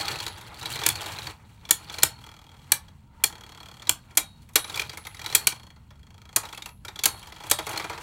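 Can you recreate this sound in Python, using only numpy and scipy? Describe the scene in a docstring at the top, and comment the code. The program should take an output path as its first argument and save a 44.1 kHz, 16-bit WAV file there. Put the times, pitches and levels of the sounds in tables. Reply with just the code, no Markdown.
"""Two toy tops spin in a thin plastic bowl: their metal rims clack together and ring on briefly.
Their tips hop, tap, tick once a turn and scrape on the floor of the bowl.
Blows and friction are shaped noise through resonances of shell and tops, with decaying sines for the notes;
a small room answers with noise tails, over a faint low rumble."""
import sys
import numpy as np
from scipy import signal
from scipy.fft import rfft, irfft, next_fast_len
from scipy.io import wavfile
from scipy.ndimage import uniform_filter1d, map_coordinates

SR = 44100
rng = np.random.default_rng(int(sys.argv[2]) if len(sys.argv) > 2 else 0)


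def wav_record(signal):
    """Record a signal, one row per channel, as 16-bit PCM in the file named by sys.argv[1]."""
    frames = np.transpose(np.atleast_2d(signal))
    bounded = np.clip(frames, -1, 1)
    # unit amplitude maps onto the largest positive 16-bit level
    quanta = np.round(bounded * 32767).astype(np.int16)
    wavfile.write(sys.argv[1], SR, quanta)


N = 353682

# Levels in the tables are relative; each layer sets its own gain on top.
# friction of the tips sliding on the bowl: t/s, drone level/dB, hiss level/dB
SLIDING_LEVELS = [(0, -33.5, -32.5), (.24, -42.5, -40), (.4, -48, -49.5), (.55, -47, -48),
                  (.72, -39.5, -35), (1.29, -42.5, -40), (1.36, -58, -60), (1.6, -59.5, -60),
                  (2.0, -44.5, -42), (2.14, -61, -54), (2.41, -64, -65.5), (2.7, -55, -56.5),
                  (3.1, -69.5, -70), (3.22, -55, -61.5), (3.8, -59.5, -58), (4.0, -61, -60.5),
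                  (4.53, -69, -64), (4.76, -39.5, -38), (5.0, -61, -52), (5.18, -54.5, -54.5),
                  (5.33, -42.5, -39.5), (5.72, -66.5, -67), (6.27, -66, -69), (6.45, -48, -48),
                  (6.75, -76, -70), (7.1, -46, -52), (7.37, -66, -54), (7.5, -46, -46.5),
                  (7.64, -72, -47.5), (7.71, -35, -38), (7.84, -53, -44.5), (8.02, -45, -47.5)]
# a spinning tip making the shell sing: t/s, level/dB
HUM_LEVELS = [(0, -52), (.5, -66), (1.25, -53), (1.4, -74), (2.2, -53), (2.95, -74.5), (3.2, -49.5),
              (3.85, -64), (4.2, -65), (6.0, -68.5), (6.5, -52), (6.75, -83), (7.1, -47), (8.02, -66)]
# resonances of the plastic shell: f/Hz, width/Hz, level/dB
BOWL_MODES = [(314, 25, -3.5), (448, 82, -6), (598, 130, -7.5), (837, 114, -2), (991, 110, 3),
              (1046, 226, -1), (1293, 83, -2.5), (1388, 83, -5), (2046, 550, -10.5)]
# resonances of the tops: f/Hz, width/Hz, level/dB over the broad colour
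TOP_MODES = [(2344, 80, 7), (3307, 110, 6.5), (3910, 61, 0.5), (4323, 91, 6.5), (5830, 410, -14),
             (7530, 1400, -13.5)]
# broad colour of the scraping hiss: f/Hz, level/dB per Hz
HISS_COLOUR = [(880, -29), (1500, 0), (2360, -7), (2770, 4.5), (3410, -7), (5050, -7), (7850, -5),
               (15400, -13), (16500, -4)]
# colour of the background: f/Hz, level/dB per Hz
BACKGROUND_COLOUR = [(12, -28.5), (20, -12), (75, 4), (224, -8), (372, -27), (750, -30), (839, -29),
                     (1650, -52), (3330, -55.5), (3830, -58), (4410, -53.5), (13200, -60.5), (16500, -37)]
# decay of the room: f/Hz, t60/s
ROOM_DECAY = [(300, 0.099), (800, 0.3), (2100, .18), (5500, 0.15), (14600, 0.12)]
# broad colour of the body of a blow: f/Hz, level/dB
CRACK_COLOUR = [(900, -12), (1500, 0), (2200, -1), (4000, 0), (6000, -1.5), (7500, -6), (10000, -15.5)]
# broad colour of its treble snap: f/Hz, level/dB
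SNAP_COLOUR = [(4500, -26.5), (6500, 1), (8000, 0), (11000, 0.5), (14000, -2.5), (16500, -11)]
# tips hopping and rims grazing: t/s, level/dB, bowl thud level/dB and treble snap level/dB
# against the blow, main note f/Hz
TAPS = [(.009, -10, -24, -24, 4300), (0.0544, -17, -23, -24, 4300), (0.081, -9, -16.5, -18, 4420),
        (0.1133, -15, -28, -26, 4340), (.157, -18.5, -10, -22, 2600), (0.1872, -18, -25, -19, 4070),
        (0.2015, -13.5, -13, -18, 4360), (0.264, -12.5, -14.5, -15, 3900), (0.279, -15.5, -21, -13, 4330),
        (0.3313, -43, -2, -24, 3600), (0.3744, -30, -5.5, -17, 3800), (0.411, -29.5, -5.5, -9, 3710),
        (.5427, -28.5, -30, -10, 3480), (0.611, -25, -9.5, -20, 3780), (0.6273, -20.5, -9, -15, 3900),
        (0.656, -12, -17, -17, 3920), (.724, -19, -27, -6, 3800), (.756, -16.5, -9.5, -13, 3580),
        (0.7895, -16, -10.5, -20, 4000), (0.8146, -19.5, -3.5, -19, 3370), (0.8357, -11.5, -14, -15, 3460),
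        (0.9, -11, -17.5, -22, 3450), (0.9549, -14, -16, -17, 4400), (1.016, -20.5, -7.5, -13, 3740),
        (1.0596, -18.5, -8.5, -10, 3750), (1.1858, -15.5, -13, -24, 4070), (1.269, -16, -12, -26, 4460),
        (1.6513, -26.5, -13, -28, 3400), (1.6898, -18.5, -8.5, -13, 3400), (1.8848, -37, -30, -29, 3000),
        (1.897, -18, -17.5, -31, 3470), (1.941, -17.5, -11.5, -20, 4280), (1.984, -13.5, -13, -13, 4140),
        (2.023, -12, -27, -29, 4300), (2.8825, -37, -8.5, -23, 3300), (3.82, -24.5, -9.5, -23, 3570),
        (3.8705, -18, -12, -22, 3920), (4.1074, -39.5, -1.5, -13, 2350), (4.151, -38, -7, -4, 4250),
        (4.419, -43, -14, -6, 4300), (4.428, -44.5, -8, -8, 4300), (4.4892, -40.5, -3.5, -5, 2470),
        (4.534, -42, -8, 0, 3750), (4.643, -18, -12, -25, 3900), (4.6763, -26, -10, -16, 4080),
        (4.697, -19, -12.5, -14, 3780), (4.7428, -13.5, -31, -21, 3400), (4.758, -18, -12, -5, 4600),
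        (4.7738, -11.5, -19, -18, 2380), (4.795, -4.5, -20, -20, 2410), (4.817, -13, -15, -19, 2360),
        (4.8944, -16, -15.5, -27, 4700), (4.9304, -28, -5.5, -18, 2100), (4.9723, -20.5, -9.5, -9, 2180),
        (5.0505, -24.5, -9, -15, 3700), (5.0682, -19, -13, -10.5, 2040), (5.1457, -25.5, -14, -12, 2100),
        (5.1688, -27.5, -19, -26, 3800), (5.193, -21.5, -12.5, -18, 1940), (5.215, -21, -12, -15, 2390),
        (5.243, -22, -9, -13, 3860), (5.261, -10.5, -15, -17, 3940), (5.299, -19.5, -11, -16, 3940),
        (5.3247, -16, -11.5, -17, 4200), (5.5213, -20, -10, -20, 2340), (5.761, -43.5, -4, -23.5, 4350),
        (5.905, -38.5, -4.5, -19, 3380), (6.4328, -28.5, -1, -13, 2400), (6.4523, -25, -6, -12, 3880),
        (6.488, -25.5, -12, -16, 3300), (6.5264, -23, -6, -15, 3440), (6.547, -23.5, -28, -11, 2600),
        (6.575, -21.5, -7.5, -13, 3340), (6.6213, -17, -21, -21, 3710), (6.658, -21, -9, -7.5, 2750),
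        (6.689, -31, -10.5, -12.5, 2620), (6.849, -21.5, -12, -11, 1380), (6.8816, -18, -11, -18, 3740),
        (6.9578, -22, -13, -18, 3420), (6.99, -12.5, -16, -19, 3410), (7.193, -36, -10, -3, 4670),
        (7.228, -27, -8.5, -16, 3200), (7.2704, -27, -8, -14, 3200), (7.3218, -25, -9.5, -18, 2040),
        (7.3623, -28.5, -8.5, -22, 3240), (7.4014, -32.5, -1.5, -16, 3320), (7.4363, -25, -5, -15, 3360),
        (7.467, -26.5, -8, -8, 3360), (7.587, -13, -5, -13, 3270), (7.6665, -17.5, -3.5, -8, 2180),
        (7.6915, -23.5, -0.5, -2, 2410), (7.7312, -24, 0.5, -10, 2170), (7.759, -21, -2, -23, 2370),
        (7.775, -8, -33, -14, 4220), (7.7966, -17.5, -3, -19, 2320), (7.8418, -21.5, -1, -13, 2380),
        (7.896, -22, -0.5, -13, 2320), (7.928, -27.5, 0.5, -24, 2430), (7.9757, -25.5, -2.5, -19, 2520)]
# rim blows: t/s, level/dB, bowl thud level/dB and treble snap level/dB against the blow,
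# rattle length/s, shell flex level/dB, ring level/dB of each of the four groups of RIM_MODES
CLACKS = [(0.863, -3, -11.5, 2.1, 0.0047, -24, -23, -74, -81.5, -73),
          (0.888, -6.5, -10.5, 5.7, 0.0033, -38, -32, -55, -43, -52.5),
          (1.708, -1.5, -13.5, 3.8, 0.0054, -26, -24.5, -55, -48.5, -49),
          (2.032, 2, -13, 2.6, 0.0042, -39, -22.5, -42.5, -40.5, -62),
          (2.719, -3.5, -15, 6.9, 0.0052, -46, -32.5, -52.5, -60, -79),
          (3.238, -4.5, -12.5, 4.5, 0.0058, -35.5, -17.5, -50, -52, -56),
          (3.893, -1, -13.5, 2.7, 0.0037, -54, -25.5, -47, -56, -63.5),
          (4.172, -7, -10, 6.3, 0.01, -44, -27, -33.5, -45.5, -56),
          (4.556, -3.5, -9.5, 1.7, 0.0097, -21, -28.5, -27, -68, -36.5),
          (5.349, -5.5, -15, 6.2, 0.0098, -40, -19.5, -51, -41, -39),
          (5.47, -3, -17, 1.6, 0.0068, -49, -19, -54, -43, -59.5),
          (6.361, -7, -6.5, 4.6, 0.0077, -37, -25, -51.5, -60, -56.5),
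          (7.036, -12.5, -11, 1.2, .011, -40, -37, -69, -73, -75),
          (7.056, -4, -11.5, 4, 0.0066, -43, -24, -33, -41.5, -35.5),
          (7.498, -24, -21, 6.2, 0.012, -59, -38, -75, -75, -75),
          (7.512, -3, -9.5, 2, 0.0069, -21, -31, -24.5, -45, -64)]
# low flexing modes of the shell: f/Hz, level/dB, t60/s
FLEX_MODES = [(319, -4.5, 0.076), (457, -3.5, 0.048)]
# four groups of metal modes in the rims, some in close pairs that beat: f/Hz, level/dB, t60/s
RIM_MODES = [
    [(2375, 0, .045), (3300, -5, .045)],
    [(3775, -12, .45), (3845, -14, .4), (8440, -2, .16), (8630, -6, .24), (10180, -9, .28)],
    [(4310, -3, .6), (4352, -4, .5)],
    [(10930, -2, .45), (11000, -7, .3), (12900, -5, .35)],
]
# runs of one tick a turn, from first tick to last: t/s, level/dB
TICK_RUNS = [
    [(2.1885, -44.5), (2.26, -35), (2.4, -42.5), (2.693, -52.5)],
    [(3.298, -37), (3.7, -37), (3.852, -41)],
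    [(5.561, -36.5), (5.703, -42.5)],
    [(5.956, -50.5), (6.328, -39)],
    [(7.175, -43), (7.425, -41)],
]
# notes of a tick: f/Hz, level/dB, t60/s
TICK_NOTES = [(1350, -13, .025), (2380, -13, .02), (3060, -13, .015), (3295, -5, .03), (4340, -12, .035),
              (6500, -13, .012), (7400, -14, .012)]

BOOM_DB, BOOM_GROWS = -55.5, 0.77  # shell rocking: dB at a tabled hiss of -49 dB, dB per dB of hiss
KICK_DB, KICK_S = -45, 0.042  # rocking from a clack: dB against its tabled level, s to fall to 1/e
SPIN_PER_S, SLOWING = 48, 3.5  # turns a second at the start, turns a second lost each second
TAP_RING_DB = -27  # highest rim modes woken by a tap, dB against its snap
TOP_HZ = 16900  # band limit, Hz


def amp(db):
    """Gain of a level in dB."""
    return 10 ** (np.asarray(db) / 20)


def unit(x):
    """Scaled to rms 1."""
    return x / np.sqrt(np.mean(np.abs(x) ** 2) + 1e-20)


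def along(points, hz):
    """Interpolate (f/Hz, value) points on a log frequency axis."""
    f, value = np.transpose(points)
    return np.interp(np.log(hz + 1), np.log(f + 1), value)


def curves(rows):
    """One value per sample for each column after the time."""
    s, *columns = np.transpose(rows)
    return [np.interp(np.arange(N) / SR, s, column) for column in columns]


def wobble(rate):
    """A smooth random curve with rate knots a second."""
    knots = rng.standard_normal(int(N * rate / SR) + 4)
    return map_coordinates(knots, [np.arange(N) * rate / SR])


def mix_in(track, at, sound):
    """Add a sound to a track from sample at onwards."""
    track[at:at + len(sound)] += sound


def filtered(x, response):
    """x times a complex response of frequency."""
    m = next_fast_len(N + SR // 2)
    return irfft(rfft(x, m) * response(np.fft.rfftfreq(m, 1 / SR)), m)[..., :N]


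def keep_power(x, response):
    """Filter x and divide by the rms gain of the response over the spectrum."""
    gains = np.abs(response(np.linspace(0, SR / 2, num=2000)))
    return filtered(x, response) / np.sqrt(np.mean(gains ** 2))


def modes(table, sign=-1):
    """Causal response of a set of resonances; neighbours swing in opposite sense unless sign is 1."""
    def response(f):
        total = 0
        for k, (centre, width, db) in enumerate(table):
            damping = 1j * f * width
            total = total + sign ** k * amp(db) * damping / (centre ** 2 - f * f + damping)
        return total
    return response


def through_top(x, colour):
    """x given a broad colour and the resonances of the tops."""
    return keep_power(x, lambda f: amp(along(colour, f)) * (1 + modes(TOP_MODES, sign=1)(f)))


def through_bowl(x):
    """x through the resonances of the shell."""
    return keep_power(x, modes(BOWL_MODES))


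def ring(table, t):
    """Decaying sines of one ringing, each mode at a new strength and phase."""
    total = np.zeros(len(t))
    for hz, db, t60 in table:
        decay = amp(db + rng.normal(0, 3.1) - 60 * t / t60)
        total += decay * np.sin(2 * np.pi * (hz * t + rng.random()))
    return total


def sliding():
    """Friction drones and hums in the shell and hisses in the tops, the hiss stuttering more when hard."""
    drone_db, hiss_db = curves(SLIDING_LEVELS)
    force = np.clip((hiss_db + 68) / 22, .25, 1)
    grit = amp(force * (4.7 * wobble(70) + 2.8 * wobble(500)))
    # even out the slow level so only the stutter remains
    grit /= np.sqrt(np.abs(uniform_filter1d(grit ** 2, size=SR // 5)))
    drone = unit(through_bowl(amp(3 * wobble(40)) * rng.standard_normal(N)))
    hum_modes = modes([(920, 75, 0), (1400, 130, -6)])
    hum = unit(filtered(rng.standard_normal(N), lambda hz: hum_modes(hz) ** 2))
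    hiss = unit(through_top(grit * rng.standard_normal(N), HISS_COLOUR))
    scrape = amp(drone_db - 3) * drone + amp(hiss_db - 4.5) * hiss
    return scrape + amp(curves(HUM_LEVELS)[0] - 8.5) * hum + chatter(hiss_db - 4.5 + 6 * force)


def chatter(level_db):
    """Small irregular skips of a dragging tip, each a brief note near one resonance of the tops."""
    out, t = np.zeros(N + SR), np.arange(SR // 50) / SR
    for when, pick, size, detune in rng.random((2200, 4)):
        at = int(when * N)
        hz = TOP_MODES[int(pick * 4)][0] * (1 + 0.11 * (detune - .5))
        # small draws of size make the rare loud skips
        decay = amp(level_db[at] - 3.3 * np.log(size + .02) - 60 * t / .009)
        mix_in(out, at, decay * np.sin(2 * np.pi * hz * t))
    return out[:N]


def background():
    """Low rumble of the house with a faint broad hiss, and the boom of the shell rocked by tips and clacks."""
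    noise = filtered(rng.standard_normal(N), lambda hz: amp(along(BACKGROUND_COLOUR, hz)))
    boom = filtered(rng.standard_normal(N), lambda hz: modes([(105, 70, 0)])(hz) ** 2)
    t = np.arange(N) / SR
    rocking = amp(BOOM_DB + BOOM_GROWS * (curves(SLIDING_LEVELS)[1] + 49))
    for s, db, *_ in CLACKS:
        rocking += amp(db + KICK_DB) * np.exp(-np.abs(t - s) / KICK_S) * (t > s)
    return amp(-52.0 + 0.63 * wobble(5)) * unit(noise) + rocking * unit(boom)


def room(x):
    """Walls answer after about 6 ms with a noise tail, redrawn every 0.3 s, that dies at its own rate per band."""
    out, hop = np.zeros(N + SR), int(SR * .3)
    for at in range(0, N, hop):
        hz, t, z = signal.stft(rng.standard_normal(SR // 3), SR, nperseg=256)
        decay = amp(-60 * t / along(ROOM_DECAY, hz)[:, None])
        tail = signal.istft(z * decay, SR, nperseg=256)[1]
        tail *= .6 + .4 * (np.arange(len(tail)) > .008 * SR)  # the first 8 ms are weaker
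        wet = signal.fftconvolve(x[at:at + hop], tail / np.linalg.norm(tail))
        mix_in(out, at + 260, wet)
    return out[:N]


def blows(rows):
    """Each blow (t/s, level/dB, thud/dB, snap/dB, length/s) is a short noise rattle shaking bowl and tops."""
    thud, crack, snap = np.zeros((3, N + SR))
    t = np.arange(SR // 12) / SR
    for s, db, thud_db, snap_db, length in rows:
        at, length = round(s * SR), max(length, .002)
        rattle = (1 - np.exp(-t / 0.0014)) * np.exp(-(t / length) ** 1.42)
        push = (1 - np.exp(-t / 0.0011)) * np.exp(-t / (1.44 * length))
        shake = rng.standard_normal((3, len(t)))
        mix_in(thud, at, amp(db + thud_db - 4.5) * shake[0] * push)
        mix_in(crack, at, amp(db - 11.0) * shake[1] * rattle)
        mix_in(snap, at, amp(db + snap_db - 1.5) * shake[2] * rattle * np.exp(-t / 0.0092))
    in_tops = through_top(crack[:N], CRACK_COLOUR) + through_top(snap[:N], SNAP_COLOUR)
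    return through_bowl(thud[:N]) + in_tops


def taps():
    """A landing tip rattles and favours one short note; a thudding landing rattles longer."""
    rows, notes, t = [], np.zeros(N + SR), np.arange(SR // 3) / SR
    for s, db, thud_db, snap_db, hz in TAPS:
        envelope = amp(db - 8.0 - 60 * t / 0.023) * (1 - np.exp(-t / 0.00093))
        note = envelope * np.sin(2 * np.pi * hz * t)
        metal = amp(db + snap_db + TAP_RING_DB) * ring(RIM_MODES[-1], t)
        mix_in(notes, round(s * SR), note + metal)
        rows.append((s, db, thud_db, snap_db, 0.0051 + 0.0078 * amp(thud_db)))
    return notes[:N] + amp(-3.0) * blows(rows)


def clacks():
    """Rim against rim: a hard rattle, and apart from it a low flex of the shell and the metal left ringing."""
    rows, ringing, t = [], np.zeros(N + SR), np.arange(SR // 2) / SR
    for s, db, thud_db, snap_db, length, flex_db, *ring_db in CLACKS:
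        rows.append((s, db + 3.5, thud_db - 8.0, snap_db - 6, length))
        sound = amp(flex_db) * ring(FLEX_MODES, t) * (1 - np.exp(-t / .003))
        for group_db, group in zip(ring_db, RIM_MODES):
            sound += amp(group_db) * ring(group, t)
        mix_in(ringing, round(s * SR), sound)
    return blows(rows), ringing[:N]


def ticks():
    """An unbalanced top knocks once a turn on the same few notes; a loose part answers a few ms later."""
    rows, notes, t = [], np.zeros(N + SR), np.arange(SR // 16) / SR
    for run in TICK_RUNS:
        s, db = np.transpose(run)
        turns = SPIN_PER_S - SLOWING * (s[0] + s[-1]) / 2  # spin rate midway through the run
        for at in np.linspace(s[0], s[-1], num=round((s[-1] - s[0]) * turns) + 1):
            early, first, second = rng.standard_normal(3)
            at += 0.00025 * early
            level = np.interp(at, s, db) + 1.1 * first
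            rows.append((at, level + 6, -7, -15, .0035))
            rows.append((at + 0.0053, level + 0.83 * second, -8, -20, .004))
            knock = amp(level) * ring(TICK_NOTES, t) * (1 - np.exp(-t / .0007))
            mix_in(notes, round(at * SR), knock)
    return blows(rows) + notes[:N]


def scene():
    """Everything in the bowl, its room and the background; the ringing and flexing of clacks skips the room."""
    hits, ringing = clacks()
    near = hits + taps() + ticks() + sliding()
    return (near + ringing + amp(-12.5) * room(near) + background())[None]


def record(dry):
    """The loudest peaks saturate softly; nothing is kept above the band limit."""
    soft = dry / (1 + np.abs(dry / 1.2) ** 6) ** (1 / 6)
    return filtered(soft, lambda hz: np.clip((TOP_HZ - hz) / 1300, 0, 1) ** 3)


dry = scene()
out = record(dry)
wav_record(out)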